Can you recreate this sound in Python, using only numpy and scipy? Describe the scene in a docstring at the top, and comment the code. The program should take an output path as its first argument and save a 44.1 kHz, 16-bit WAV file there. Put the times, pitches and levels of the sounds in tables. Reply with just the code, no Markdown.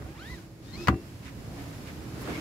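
"""Inside a car, a seat belt is drawn twice from its retractor, the case that winds it up. With each
pull the spool whirs up in pitch and the strap hisses through its guide. The second pull is so fast
that the lock catches with a clack that shakes the door pillar. Then the belt slides back and cloth
rustles as the hand reaches for it again, over a low rumble in the cabin."""
import sys
import numpy as np
from scipy import signal
from scipy.fft import rfft, irfft
from scipy.io import wavfile

SR = 44100
rng = np.random.default_rng(int(sys.argv[2]) if len(sys.argv) > 2 else 0)


def store_pcm(level_fs):
    """Save levels as 16-bit WAV."""
    pcm = np.round(np.clip(level_fs, -1, 1) * 32767).astype(np.int16)
    wavfile.write(sys.argv[1], SR, np.atleast_2d(pcm).T)


N = 106192
T, HZ = np.arange(N) / SR, np.fft.rfftfreq(N, 1 / SR)  # sample times, spectrum frequencies
GRAINY = 0.68  # share of a rough noise's power that comes from tiny fibre snaps


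def belt_pulls():
    """Two pulls on the belt, each spinning the spool and dragging the strap through its guide."""
    # the spool during each pull: time_s, pitch_hz, lower_tones_db, upper_tones_db
    first_pull = [(.04, 290, -60, -70), (.065, 365, -48, -64), (.10, 400, -60, -72), (.145, 412, -55, -67),
                  (.17, 478, -56, -52), (.187, 590, -53, -55), (.205, 685, -49, -57), (.225, 771, -47, -53),
                  (.25, 838, -51, -56), (.28, 937, -50, -54), (.305, 1001, -47, -60), (.343, 992, -47, -59),
                  (.362, 900, -59, -60), (.387, 778, -58, -66), (.43, 600, -75, -78)]
    fast_pull = [(.61, 700, -75, -75), (.66, 872, -66, -62), (.69, 928, -61, -60), (.72, 940, -62, -63),
                 (.74, 1050, -54, -48), (.757, 1072, -49, -48), (.77, 1165, -54, -58),
                 (.785, 1250, -47, -62), (.81, 1252, -46, -63), (.835, 1302, -51, -52),
                 (.868, 1345, -53, -55), (.885, 1300, -75, -75)]
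    # where the guide is heard: frequency_hz, left_minus_right_db
    guide_side = [(100, 1.5), (380, -3.5), (1300, 0.5), (2400, -3.5), (4400, 11), (8000, -0.5), (15000, 3)]
    sound = np.zeros((2, N))
    for pull in (first_pull, fast_pull):
        times, *columns = np.transpose(pull)
        pitch_hz, lower_db, upper_db = (np.interp(T, times, column) for column in columns)
        moving = np.clip(np.minimum(T - times[0], times[-1] - T) / 0.03, 0, 1)  # 30 ms fades
        sound += moving * (spool_whir(pitch_hz, lower_db, upper_db) + strap_hiss(pitch_hz))
    return placed(sound, guide_side)


def spool_whir(pitch_hz, lower_db, upper_db):
    """The spinning spool sings a fluttering stack of tones, coloured by its housing."""
    # the spool's tones: pitch_multiple, level_db
    lower_tones = [(1, -10), (2, -.5)]
    upper_tones = [(3, -11), (4, 1), (5, -16)]
    # what the housing boosts and muffles: frequency_hz, gain_db
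    housing = [(300, 0), (1400, 0), (2000, 2), (3000, -2), (4200, 1), (5300, 2), (6300, -10), (9000, -20)]
    flutter = 1 + 0.013 * wobble(rate_hz=190)
    cycles = np.cumsum(pitch_hz * flutter) / SR
    tones = [(multiple, lower_db + db) for multiple, db in lower_tones]
    tones += [(multiple, upper_db + db) for multiple, db in upper_tones]
    # a thin sixth tone fades away as the spool's pitch climbs past 680 Hz
    thin_db = upper_db - 3 - 60 * np.log2(np.maximum(pitch_hz / 680, 1))
    tones.append((6, thin_db))
    whir = np.zeros((2, N))
    for multiple, db in tones:
        roughness = 1 + 0.4 * np.array([wobble(rate_hz=100), wobble(rate_hz=77)])
        ear_offset = 0.25 * rng.random((2, 1))
        whir += gain(db) * roughness * np.sin(2 * np.pi * (multiple * cycles + ear_offset))
    return filtered(whir, spectrum(housing))


def strap_hiss(pitch_hz):
    """The woven strap rubs through its guide, louder the faster the spool turns."""
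    # tone of the hiss: frequency_hz, level_db
    hiss_colour = [(40, 9.5), (80, 5), (330, -1), (600, -14.5), (1500, -15), (2600, -18), (4400, -17.5),
                   (7000, -21.5), (9000, -29.5), (12000, -29.5), (16000, -32)]
    fast_pitch_hz, db_per_octave = 1058, 13.5
    hiss_db = -43.5 + db_per_octave * np.log2(pitch_hz / fast_pitch_hz)
    return noise(hiss_colour, GRAINY) * gain(hiss_db)


def lock_knocks():
    """Lock and spool knock: each hit clacks in the retractor and booms in the pillar and cabin."""
    # the hits: start_s, clack_db, treble_tilt_db_per_octave, thump_db
    knocks = [(0.021, -35.5, 0, -44), (0.8725, -12.5, 0, -32), (.8829, -4, -3, -15),
              (.8868, -11, -4.5, -23), (0.8982, -28, -15, -28), (0.925, -29, -16, -25),
              (0.9417, -31.5, -5, -32), (2.312, -49, -4, -64)]
    # ringing tones of pillar and cabin: pitch_hz, level_db, fade_s
    pillar_tones = [(78.8, 1, 0.16), (105, 8, 0.092), (158.3, 2, 0.089), (200.7, 1, 0.087),
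                    (225, -0.5, 0.079), (287.2, -9.5, 0.2), (340.5, -8.5, 0.25), (373, -13, 0.27),
                    (423, -17.5, 0.28), (486, -22, 0.096), (562, -18.5, 0.087)]
    # where the lock is heard: frequency_hz, left_minus_right_db
    lock_side = [(60, 2), (200, 2), (380, 2), (700, 0.5), (1290, 3.5), (2380, 1.5), (4400, 9), (8000, -2),
                 (15000, 3)]
    octaves = np.log2(np.clip(HZ, 700, 4000) / 1500)  # the tilt pivots at 1500 Hz
    sound = np.zeros((2, N))
    for start_s, clack_db, tilt, thump_db in knocks:
        sound += filtered(clack(start_s), clack_db + tilt * octaves)
        sound += gain(thump_db) * ring(pillar_tones, start_s, rise_cycles=1.15)
    return placed(sound, lock_side)


def clack(start_s):
    """A sharp crack rings the retractor's frame and echoes briefly in the cabin."""
    # tone of the crack: frequency_hz, level_db
    crack_colour = [(100, 13.5), (650, -15), (1100, 8), (2000, 1.5), (3000, -7.5), (4600, -15.5),
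                    (7000, -17.5), (10000, -26), (16000, -22)]
    # ringing tones of the frame: pitch_hz, level_db, fade_s
    frame_tones = [(760, -27, 0.16), (862, -32, 0.04), (1016, -9.5, 0.019), (1167, -9.5, 0.036),
                   (1439, -9, 0.031), (1560, -21, 0.043), (1930, -18, 0.038), (1953, -12, .055),
                   (2700, -41.5, 0.56), (2870, -13, 0.018), (3365, -23, .03), (3650, -30, 0.011),
                   (4400, -24, 0.037), (4670, -23, 0.027), (5900, -33, 0.025)]
    arrival_s = start_s + np.array([[0], [0.0011]])  # the right ear hears the crack later
    direct = gain(-2) * burst(arrival_s, fade_s=0.017)
    echo = gain(-12) * burst(arrival_s, fade_s=0.095)
    crack = noise(crack_colour) * (direct + echo)
    frame = np.array([ring(frame_tones, start_s, scatter_cycles=0.3) for ear in range(2)])
    return 0.5 * (crack + frame)


def sliding():
    """Strap and clothes slide, and a hand rubs along the seat and belt."""
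    # loudness of each: time_s, level_db
    slide_levels = [(0, -56.5), (.4, -52.5), (.5, -59), (.58, -58.5), (.68, -59), (.98, -54), (1.06, -52.5),
                    (1.2, -53.5), (1.36, -53), (1.5, -51), (1.65, -48.5), (1.78, -49), (2.02, -50),
                    (2.12, -49.5), (2.23, -46), (2.29, -48.5), (2.41, -45)]
    rub_levels = [(0, -49), (.04, -52), (.08, -51), (.3, -89), (2.0, -50), (2.1, -50.5), (2.21, -42.5),
                  (2.255, -40), (2.3, -32.5), (2.335, -40), (2.41, -38.5)]
    # tone of each: frequency_hz, level_db
    slide_colour = [(100, 9), (600, 0.5), (1000, 0), (2000, -1), (2600, -2.5), (3300, -5.5), (5200, -4.5),
                    (6000, -9), (7200, -7.5), (9000, -15), (11000, -10), (16000, -18)]
    rub_colour = [(30, -30), (70, -14.5), (300, 6), (450, -2), (700, -13), (1150, -8), (2200, -17),
                  (4000, -26), (8000, -31.5), (16000, -42)]
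    slide = noise(slide_colour, grainy=0.19) * loudness(slide_levels)
    rub = noise(rub_colour, GRAINY) * loudness(rub_levels)
    return slide + rub


def touches():
    """Brief touches of cloth, arm and belt, each a swell of noise."""
    # when they happen: middle_s, length_s, level_db
    brushes = [(.09, .12, -58), (.25, 0.18, -56), (1.272, 0.067, -47.5), (1.6, 0.12, -55),
               (1.888, 0.058, -48.5), (2.275, 0.11, -48.5), (2.37, 0.13, -46.5)]  # cloth brushes past
    bumps = [(.33, 0.097, -44.5), (.79, 0.084, -40), (1.022, 0.017, -41), (1.53, 0.064, -51),
             (1.9, 0.063, -46)]  # arm and belt bump softly on the seat
    rasps = [(1.603, .025, -51), (1.893, .03, -51), (2.355, .045, -42)]  # the strap scrapes the edge of its guide
    swishes = [(.28, 0.11, -64), (1.195, 0.022, -66), (1.63, .03, -60), (2.22, 0.031, -51.5)]  # strap and sleeve swish lightly
    scuffs = [(.045, 0.053, -57.5), (1.62, 0.26, -52), (2.17, .05, -52), (2.285, 0.066, -46)]  # dull scuffs on the seat cover
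    # tone of each kind: frequency_hz, level_db
    brush_colour = [(100, -42), (500, -19), (1000, 2.5), (2400, 5), (3300, -1), (5000, -7), (7000, -9),
                    (9500, -16), (16000, -23)]
    bump_colour = [(25, -48), (55, 3), (72, 0), (120, -6.5), (300, -16), (1000, -94), (16000, -90)]
    rasp_colour = [(300, -40), (1800, -36), (2200, 11), (2450, -13), (3000, -11), (16000, -36)]
    swish_colour = [(1000, -25), (8000, -12), (11000, 1), (13500, -9), (16000, -10)]
    scuff_colour = [(200, -28), (480, -4.5), (650, 3), (850, -5), (1150, -8.5), (2000, -22), (16000, -60)]
    return (noise(brush_colour, GRAINY) * swells(brushes)
            + noise(bump_colour) * swells(bumps)
            + noise(rasp_colour, GRAINY) * swells(rasps)
            + noise(swish_colour, GRAINY) * swells(swishes)
            + noise(scuff_colour, GRAINY) * swells(scuffs))


def cabin_rumble():
    """A low rumble fills the cabin, with a wavering drone in it."""
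    # loudness of the rumble: time_s, level_db
    rumble_levels = [(0, -39.5), (.18, -45), (.4, -45), (.6, -47.5), (.75, -43.5), (1.1, -45), (1.35, -42),
                     (1.5, -39), (1.8, -41), (2.05, -40.5), (2.41, -38)]
    # tone of the rumble: frequency_hz, level_db
    rumble_colour = [(20, -10), (40, -9.5), (66, 3), (88, -3), (115, 0.5), (150, -1), (200, -6.5),
                     (310, -9), (420, -15), (620, -17.5), (900, -24.5), (2000, -37), (16000, -46)]
    # path of the drone: time_s, pitch_hz, level_db
    drone_path = [(0, 325, -56), (.35, 335, -53.5), (.55, 320, -57.5), (0.748, 340, -56), (.82, 345, -43),
                  (1.002, 300, -58), (1.2, 280, -55.5), (1.6, 278, -50), (1.848, 295, -53),
                  (1.978, 312, -45), (2.251, 322, -54), (2.41, 335, -46.5)]
    times, pitch_hz, level_db = np.transpose(drone_path)
    cycles = np.cumsum(np.interp(T, times, pitch_hz)) / SR
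    waver = wobble(rate_hz=11.2) + 1j * wobble(rate_hz=11.2)  # blurs both level and pitch
    drone = (np.exp(2j * np.pi * cycles) * waver).real * gain(np.interp(T, times, level_db))
    return noise(rumble_colour) * loudness(rumble_levels) + drone


def noise(colour, grainy=0):
    """Stereo noise with a given tone; the share `grainy` of it is tiny fibre snaps."""
    # how alike the two ears are: frequency_hz, likeness (0 to 1)
    ear_likeness = [(30, 0.78), (130, .97), (290, 0.9), (640, 0.55), (1400, 0), (16000, 0)]
    snaps_per_s, spread_db = 2700, 2
    snaps = rng.standard_normal((2, N)) * (rng.random((2, N)) < snaps_per_s / SR)
    snaps = normalised(snaps * gain(spread_db * np.minimum(rng.exponential(1, (2, N)), 4)))
    smooth = rng.standard_normal((2, N))
    left, other = rfft(np.sqrt(1 - grainy) * smooth + np.sqrt(grainy) * snaps)
    alike = np.clip(spectrum(ear_likeness), -1, 1)
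    right = alike * left + np.sqrt(1 - alike ** 2) * other
    return normalised(irfft(np.array([left, right]) * gain(spectrum(colour)), N))


def ring(tones, start_s, scatter_cycles=0, rise_cycles=0.35):
    """A struck part rings for half a second; each tone falls 60 dB in its fade_s."""
    first = round(start_s * SR)
    t = np.arange(min(N - first, SR // 2)) / SR
    sound = np.zeros(N)
    for pitch_hz, db, fade_s in tones:
        rise = np.minimum(pitch_hz * t / rise_cycles, 1)
        wave = np.sin(2 * np.pi * (pitch_hz * t + scatter_cycles * rng.random()))
        sound[first:first + len(t)] += rise * gain(db - 60 * t / fade_s) * wave
    return sound


def burst(start_s, fade_s, rise_s=0.0009):
    """A level that jumps up, then falls 60 dB in fade_s."""
    age_s = np.maximum(T - start_s, 0)
    return np.minimum(age_s / rise_s, 1) * gain(-60 * age_s / fade_s)


def swells(rows):
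    """One smooth hump in level for each row."""
    return sum(gain(db) * np.exp(-(2 * (T - middle_s) / length_s) ** 2)
               for middle_s, length_s, db in rows)


def wobble(rate_hz):
    """Random wandering, up to about rate_hz fast."""
    return normalised(irfft(rfft(rng.standard_normal(N)) * np.exp(-(HZ / rate_hz) ** 2), N))


def placed(sound, side):
    """Shares a sound between left and right, frequency by frequency."""
    return filtered(sound, spectrum(side) * np.array([[0.5], [-0.5]]))


def filtered(sound, gain_db):
    """Turns each frequency up or down."""
    return irfft(rfft(sound) * gain(gain_db), N)


def spectrum(points):
    """Joins (frequency_hz, value) points into a curve over all frequencies."""
    frequency_hz, value = np.transpose(points)
    return np.interp(np.log(HZ + 1), np.log(frequency_hz), value)


def loudness(points):
    """Joins (time_s, level_db) points into a gain over time."""
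    return gain(np.interp(T, *np.transpose(points)))


def gain(db):
    """Turns decibels into a multiplier."""
    return 10 ** (np.asarray(db) / 20)


def normalised(sound):
    """Scales a sound to an average power of 1."""
    return sound / np.sqrt(np.mean(sound ** 2) + 1e-20)


def scene():
    """The pulls and the lock, over the rustling and the cabin's rumble."""
    # where seat and cabin are heard: frequency_hz, left_minus_right_db
    seat_side = [(60, -4), (130, -1), (300, -2.5), (700, 1.5), (1500, -5), (4000, 0), (12000, -1)]
    return belt_pulls() + lock_knocks() + placed(sliding() + touches() + cabin_rumble(), seat_side)


def record(dry):
    """Cuts away the deepest bass and the highest treble."""
    low_cut_hz, high_cut_hz = 56, 15750
    bass_cut = signal.butter(2, low_cut_hz, "highpass", fs=SR, output="sos")
    treble_cut = signal.firwin(511, high_cut_hz, window=("kaiser", 9), fs=SR)
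    return signal.oaconvolve(signal.sosfilt(bass_cut, dry), treble_cut[None], "same")


dry = scene()
out = record(dry)
store_pcm(out)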